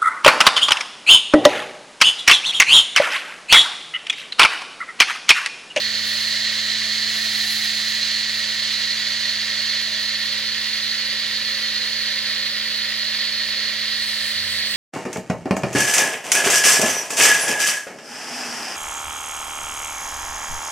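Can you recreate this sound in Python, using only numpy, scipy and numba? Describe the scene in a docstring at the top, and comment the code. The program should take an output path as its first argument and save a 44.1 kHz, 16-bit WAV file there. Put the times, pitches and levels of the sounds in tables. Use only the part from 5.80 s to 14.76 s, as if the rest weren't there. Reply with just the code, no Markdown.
"""A loud, bright hiss: a hand-held foam cannon, fed by a pressure washer, soaps a pickup truck.
Turbulent foam rings the cannon's chamber and nozzle; the hiss shifts as the arm swings.
The jet sizzles, splashes and drums on the bodywork. A few metres off, the three-piston pump hums
beside a lower drone, over faint outdoor rumble. Near the end another low hum winds up."""
import sys
import numpy as np
from scipy import signal
from scipy.fft import rfft, irfft
from scipy.io import wavfile
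from scipy.ndimage import map_coordinates
from numba import njit

SR = 44100
rng = np.random.default_rng(int(sys.argv[2]) if len(sys.argv) > 2 else 0)


def master(y):
    """Save y as 16-bit WAV."""
    cut = np.clip(np.atleast_2d(y).T, -1, 1)
    pcm = np.round(cut * 32767)  # scale
    wavfile.write(sys.argv[1], SR, pcm.astype(np.int16))


N = 395136
TIME_S = np.arange(N) / SR
BIN_HZ = np.maximum(np.arange(N // 2 + 1) * SR / N, 1)


def undb(db):
    """Decibels to gain."""
    return 10 ** (np.asarray(db) / 20)


def time_curves(table):
    """Columns of a time table, per sample."""
    time_s, *columns = np.transpose(table)
    return [np.interp(TIME_S, time_s, column) for column in columns]


def spectral_curves(table):
    """Columns of a frequency table, per bin, joined on a log axis."""
    hz, *columns = np.transpose(table)
    return [np.interp(np.log(BIN_HZ), np.log(hz), column) for column in columns]


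def unit_rms(x):
    """Scale to rms 1."""
    return x / np.sqrt(np.mean(x ** 2))


def wander(rate_hz):
    """Smooth random motion, rms 1."""
    return unit_rms(irfft(rfft(rng.standard_normal(N)) / (1 + (BIN_HZ / rate_hz) ** 4), N))


def swell(peak_s, rise_s, fall_s):
    """Asymmetric Gaussian envelope, peak 1."""
    offset_s = TIME_S - peak_s
    return np.exp(-(offset_s / np.where(offset_s < 0, rise_s, fall_s)) ** 2)


def phase_rad(hz):
    """Running phase of a moving frequency."""
    return 2 * np.pi * np.cumsum(hz) / SR


def pan(left_db):
    """Channel gains for a left-minus-right level."""
    half_db = np.atleast_1d(left_db) / 2
    return undb([half_db, -half_db])


def delayed(x, ms):
    """Circular delay of varying length."""
    return map_coordinates(x, [np.arange(N) - ms * SR / 1000], order=3, mode="wrap")


def stereo_noise(colour_db, coherence, lead_rad=0, left_db=0, drive=1):
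    """Coloured noise, rms 1: a shared direct part plus a diffuse part per channel."""
    shared, *diffuse = rfft(rng.standard_normal((3, N)) * drive)
    direct = shared * np.exp(0.5j * lead_rad * np.array([[1], [-1]]))
    spectrum = np.sqrt(coherence) * direct + np.sqrt(1 - coherence) * np.array(diffuse)
    return unit_rms(irfft(spectrum * undb(colour_db) * pan(left_db), N))


@njit
def bandpass(x, hz, width_hz):
    """State-variable resonator with moving centre and width."""
    y = np.empty(len(x))
    band_state, low_state = 0., 0.
    for i in range(len(x)):
        tuning = np.tan(np.pi * hz[i] / SR)
        damping = width_hz[i] / hz[i]
        band = (band_state + tuning * (x[i] - low_state)) / (1 + tuning * (tuning + damping))
        band_state = 2 * band - band_state
        low_state += 2 * tuning * band
        y[i] = damping * band
    return y


def throat(jet, swing_db, ring_hz=4296, width_hz=254, ring_db=5, hz_per_db=-46):
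    """The throat's ring wavers with the air-soap mix and drops as the jet turns to the listener."""
    hz = ring_hz + hz_per_db * swing_db + 28 * wander(3.9)
    ring = np.array([bandpass(x, hz, np.full(N, float(width_hz))) for x in jet])
    sputter_db = 0.7 * wander(8.5)
    return unit_rms(jet + undb(ring_db + sputter_db) * ring)


# Jet rush without resonances: (frequency [Hz], relative density [dB])
JET_SPECTRUM = [(30, -39), (300, -34), (780, -19), (950, -18.5), (1300, -14), (1500, -11.5), (1650, -10.5),
                (2150, -7), (2550, -7.5), (3100, -3), (3900, -1.65), (4700, -2.5), (5050, -4), (5450, -14),
                (6900, -14), (7500, -19), (8600, -25), (11000, -44)]
# Air modes of chamber and nozzle: (frequency [Hz], width [Hz], lift [dB])
CANNON_MODES = [(1885, 350, 11.5), (5970, 380, 4.6), (8000, 600, 5)]
# Nozzle stereo image: (frequency [Hz], left minus right [dB], left lead [rad], coherence [0-1])
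NOZZLE_IMAGE = [(1000, -0.0, -0.3, 0.67), (1350, -0.7, -0.6, 0.8), (1850, -1.0, -0.6, 0.93),
                (2500, -3.1, 0.1, 0.91), (3100, -5.0, 0.6, 0.89), (4300, -5.9, 1.0, 0.92),
                (5150, -2.8, 1.6, 0.76), (5550, -2.0, 0.8, 0.41), (5950, -5.7, -0.4, 0.44),
                (6600, -2.6, 0.6, 0.69), (7400, -1.0, 1.7, 0.37), (8100, -2.2, 3.0, 0.61)]
# Treble scattered by the surroundings: (frequency [Hz], relative density [dB])
SCATTER_SPECTRUM = [(3000, -35), (4700, 11), (5500, 0), (6500, -19), (7500, -2), (8600, -18), (11000, -32)]


def nozzle(stroke_hz, swing_db, gain_db=-22.5, pulse_depth=0.02, treble_hz=5200):
    """Turbulent foam, surging slightly and pulsed by the pistons, rings the cannon."""
    turbulence = undb(0.46 * wander(97) + 0.4 * wander(15))
    drive = turbulence * (1 + pulse_depth * np.sin(phase_rad(stroke_hz)))
    modes = [1 / (1 + (2 * (BIN_HZ - hz) / width_hz) ** 2) for hz, width_hz, _ in CANNON_MODES]
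    lift_db = sum(db * mode for (_, _, db), mode in zip(CANNON_MODES, modes))
    colour_db = spectral_curves(JET_SPECTRUM)[0] + lift_db
    left_db, lead_rad, coherence = spectral_curves(NOZZLE_IMAGE)
    jet = throat(stereo_noise(colour_db, coherence, lead_rad, left_db, drive), swing_db)
    beam = irfft(rfft(jet) / (1 + (treble_hz / BIN_HZ) ** 10), N)
    chamber = irfft(rfft(jet) * modes[0], N)
    body = jet - beam - chamber
    # Treble beams forward: off axis it fades and more of it arrives scattered.
    facing = np.clip(0.74 + 2.5 * swing_db, 0, 1)
    scattered = undb(-12.5) * stereo_noise(spectral_curves(SCATTER_SPECTRUM)[0], 0, left_db=-1)
    treble = np.sqrt(facing) * beam + np.sqrt(1 - facing) * scattered
    hiss = body * undb(0.11 * swing_db) + chamber * undb(swing_db) + treble * undb(2.2 * swing_db)
    return undb(gain_db) * hiss


# Reflections off hand and spray gun: (left delay [ms], right delay [ms], gain [linear])
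GUN_ECHOES = [(.74, 1.11, -0.0077), (1.62, 1.63, -0.011), (2.33, 1.95, -0.017), (2.48, 2.56, -0.043)]


def echoes(jet, ground_ms, ground_gain=0.18):
    """Near echoes ripple the spectrum; the driveway echo phases as the arm sweeps."""
    out = []
    for channel, x in enumerate(jet):
        near = sum(gain * np.roll(x, round(ms[channel] * SR / 1000)) for *ms, gain in GUN_ECHOES)
        out.append(x + near + ground_gain * delayed(x, ground_ms))
    return np.array(out)


def hiss_dip(hiss, panel_hz, ratio=1.27, depth=0.64, width_hz=300.0):
    """A dip in the hiss tracks just above the panel's ring."""
    band = np.array([bandpass(x, ratio * panel_hz, np.full(N, width_hz)) for x in hiss])
    return hiss - depth * band


def whistle(hz=7175, half_width_hz=18, level_db=-56):
    """Thin, unsteady whistle at the nozzle."""
    colour_db = -10 * np.log10(1 + ((BIN_HZ - hz) / half_width_hz) ** 4)
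    return undb(level_db) * stereo_noise(colour_db, coherence=1, left_db=-3)


# Arm swing: (time [s], chamber level shift [dB], extra right lag [ms], driveway echo delay [ms])
ARM_SWING = [(0.0, 0.7, -0.0077, 6.1), (0.45, 1.5, -0.016, 5.9), (2.0, 1.6, -0.018, 6.06),
             (2.7, 1, -0.01, 6.5), (3.0, 1, -0.0047, 6.7), (4.4, 0, 0.0046, 7.2), (4.95, 0, 0.019, 6),
             (5.55, -0.04, 0.0052, 5.7), (6.2, -0.03, 0.019, 5.6), (6.7, -0.17, 0.024, 6.2),
             (7.9, -0.1, 0.0087, 6.6), (8.4, -0.1, 0.018, 6), (8.96, -0.15, 0.043, 5.8)]


def foam_cannon(stroke_hz, panel_hz):
    """Hiss and whistle of the cannon; the arm shifts its aim and path lengths."""
    swing_db, right_lag_ms, ground_ms = time_curves(ARM_SWING)
    hiss = echoes(nozzle(stroke_hz, swing_db), ground_ms)
    left, right = hiss_dip(hiss, panel_hz) + whistle()
    return np.array([left, delayed(right, right_lag_ms)])


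# Bursting droplets: (frequency [Hz], relative density [dB])
DROPLET_SPECTRUM = [(1000, -40), (4000, -16), (6000, -7.5), (7800, 3), (8800, 2), (10000, -.7), (11800, .3),
                    (13500, -2), (15000, -1.2)]


def sizzle(right_lag_ms, patter_db, grain_db=1.7):
    """Fine droplets burst on the paint, off to one side."""
    lead_rad = 2 * np.pi * BIN_HZ * right_lag_ms / 1000
    droplets = undb(grain_db * wander(1500) + patter_db * wander(19))
    return stereo_noise(spectral_curves(DROPLET_SPECTRUM)[0], 1, lead_rad, drive=droplets)


# Splashes: (peak time [s], rise [s], fall [s], level before gain_db [dB], right lag [ms])
SPLASH_EVENTS = [(0, .2, .2, -49, 0.18), (.28, 0.036, 0.27, -42.5, .186), (1.77, 0.46, 0.14, -39, 0.18),
                 (2.07, 0.16, .17, -44, 0.187), (8.47, 0.31, 0.13, -41.5, .11),
                 (8.72, 0.086, 0.09, -40.5, .11), (8.93, 0.11, .2, -40.5, 0.12)]


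def spray(gain_db=5, db_per_s=-0.02):
    """Steady sizzle, swelling where the jet crosses a part that splashes loudly."""
    out = undb(-47 + db_per_s * TIME_S) * sizzle(right_lag_ms=0.188, patter_db=1)
    for peak_s, rise_s, fall_s, db, lag_ms in SPLASH_EVENTS:
        out += undb(db) * swell(peak_s, rise_s, fall_s) * sizzle(lag_ms, patter_db=1.5)
    return undb(gain_db) * out


# Bodywork under the jet, higher and softer where stiffer: (time [s], ring [Hz], level [dB])
PANEL_RING = [(0, 600, -50), (.75, 590, -49.5), (1.15, 640, -52.5), (1.55, 680, -51), (1.82, 770, -53),
              (2.0, 623, -52), (2.45, 587, -50.5), (4.2, 596, -49.8), (4.7, 563, -50), (6.1, 570, -49),
              (7.3, 573, -49.5), (8.96, 593, -48.3)]


def panel_drum(ring_hz, level_db, stage_damping=0.4):
    """The mass of the foam drums the panels."""
    drum = stereo_noise(0, coherence=0.72, left_db=-4.5)
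    for _ in range(3):
        drum = np.array([bandpass(x, ring_hz, stage_damping * ring_hz) for x in drum])
    return undb(level_db) * unit_rms(drum)


# Pump partials: (order [x shaft rate], relative level [dB])
PUMP_PARTIALS = [(1, -34), (3, -1), (4, -26), (5, -28), (12, -26), (13, -14), (15, -23), (16, -23),
                 (19, -14.5)]


def pump(stroke_hz, gain_db=-45.5, db_per_s=-0.19, swell_db=3):
    """Three strokes per shaft turn make a hum that swells once and recedes; the gears whine evenly."""
    shaft_rad = phase_rad(stroke_hz / 3)
    hum_db = gain_db + db_per_s * TIME_S + swell_db * swell(peak_s=1.63, rise_s=1, fall_s=0.63)
    hum_gain = undb(hum_db) * pan(-4)
    gear_gain = undb(np.mean(hum_db)) * pan(3)
    out = np.zeros((2, N))
    for order, db in PUMP_PARTIALS:
        tone = np.sqrt(2) * np.sin(order * shaft_rad + 2 * np.pi * rng.random())
        out += tone * undb(db) * (hum_gain if order < 10 else gear_gain)
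    return out


# Low hum partials: (frequency [x pitch], level re fundamental [dB])
HUM_PARTIALS = [(.585, -18), (1.25, -13.5), (1.45, -20), (2, -15)]


def low_hum(hz, level_db, waver_db=2.5, drift=0.0034):
    """A low tone with weaker, wavering partials."""
    out = np.sin(phase_rad(hz))
    for ratio, db in HUM_PARTIALS:
        partial_hz = ratio * hz * (1 + drift * wander(3.2))
        out += np.sin(phase_rad(partial_hz)) * undb(db + waver_db * wander(3.5))
    return np.sqrt(2) * out * undb(level_db) * pan(-3.5)


def drone(start_hz=92.6, hz_per_s=0.1696, start_db=-52.5, db_per_s=-0.55):
    """A hum below the pump's recedes and creeps up in pitch."""
    hz = (start_hz + hz_per_s * TIME_S) * (1 + 0.0019 * wander(0.7))
    return low_hum(hz, start_db + db_per_s * TIME_S)


# Open-air rumble: (frequency [Hz], relative density [dB])
RUMBLE_SPECTRUM = [(20, -44), (36, -38), (46, 1), (66, -1), (120, -4), (170, 0.5), (240, 0), (320, -0.5),
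                   (480, 4.5), (750, -9), (2000, -32)]


def outdoors(level_db=-54.5, waver_db=2):
    """Soft low rumble of the open air."""
    gain = undb(level_db + waver_db * wander(1.5))
    return gain * stereo_noise(spectral_curves(RUMBLE_SPECTRUM)[0], coherence=0.8, left_db=-2.5)


# Late hum: (time [s], pitch [Hz], level [dB])
HUM_RUN_UP = [(7.8, 55, -100), (8.1, 65.8, -70), (8.4, 84, -60), (8.6, 92.2, -50), (8.96, 91.5, -51)]


def wind_up():
    """Another hum winds up, holds and beats against the drone."""
    return low_hum(*time_curves(HUM_RUN_UP))


def scene(mean_stroke_hz=215.7, stroke_drift=0.00153):
    """Cannon in front, shifting with the arm; truck and machines stay put."""
    stroke_hz = mean_stroke_hz * (1 + stroke_drift * wander(0.62))
    panel_hz, panel_db = time_curves(PANEL_RING)
    cannon = foam_cannon(stroke_hz, panel_hz)
    truck = spray() + panel_drum(panel_hz, panel_db)
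    return cannon + truck + pump(stroke_hz) + drone() + outdoors() + wind_up()


def record(dry, cutoff_hz=15900):
    """Steep low-pass on the top treble."""
    return signal.sosfilt(signal.ellip(10, 0.1, 80, cutoff_hz, fs=SR, output="sos"), dry)


dry = scene()
out = record(dry)
master(out)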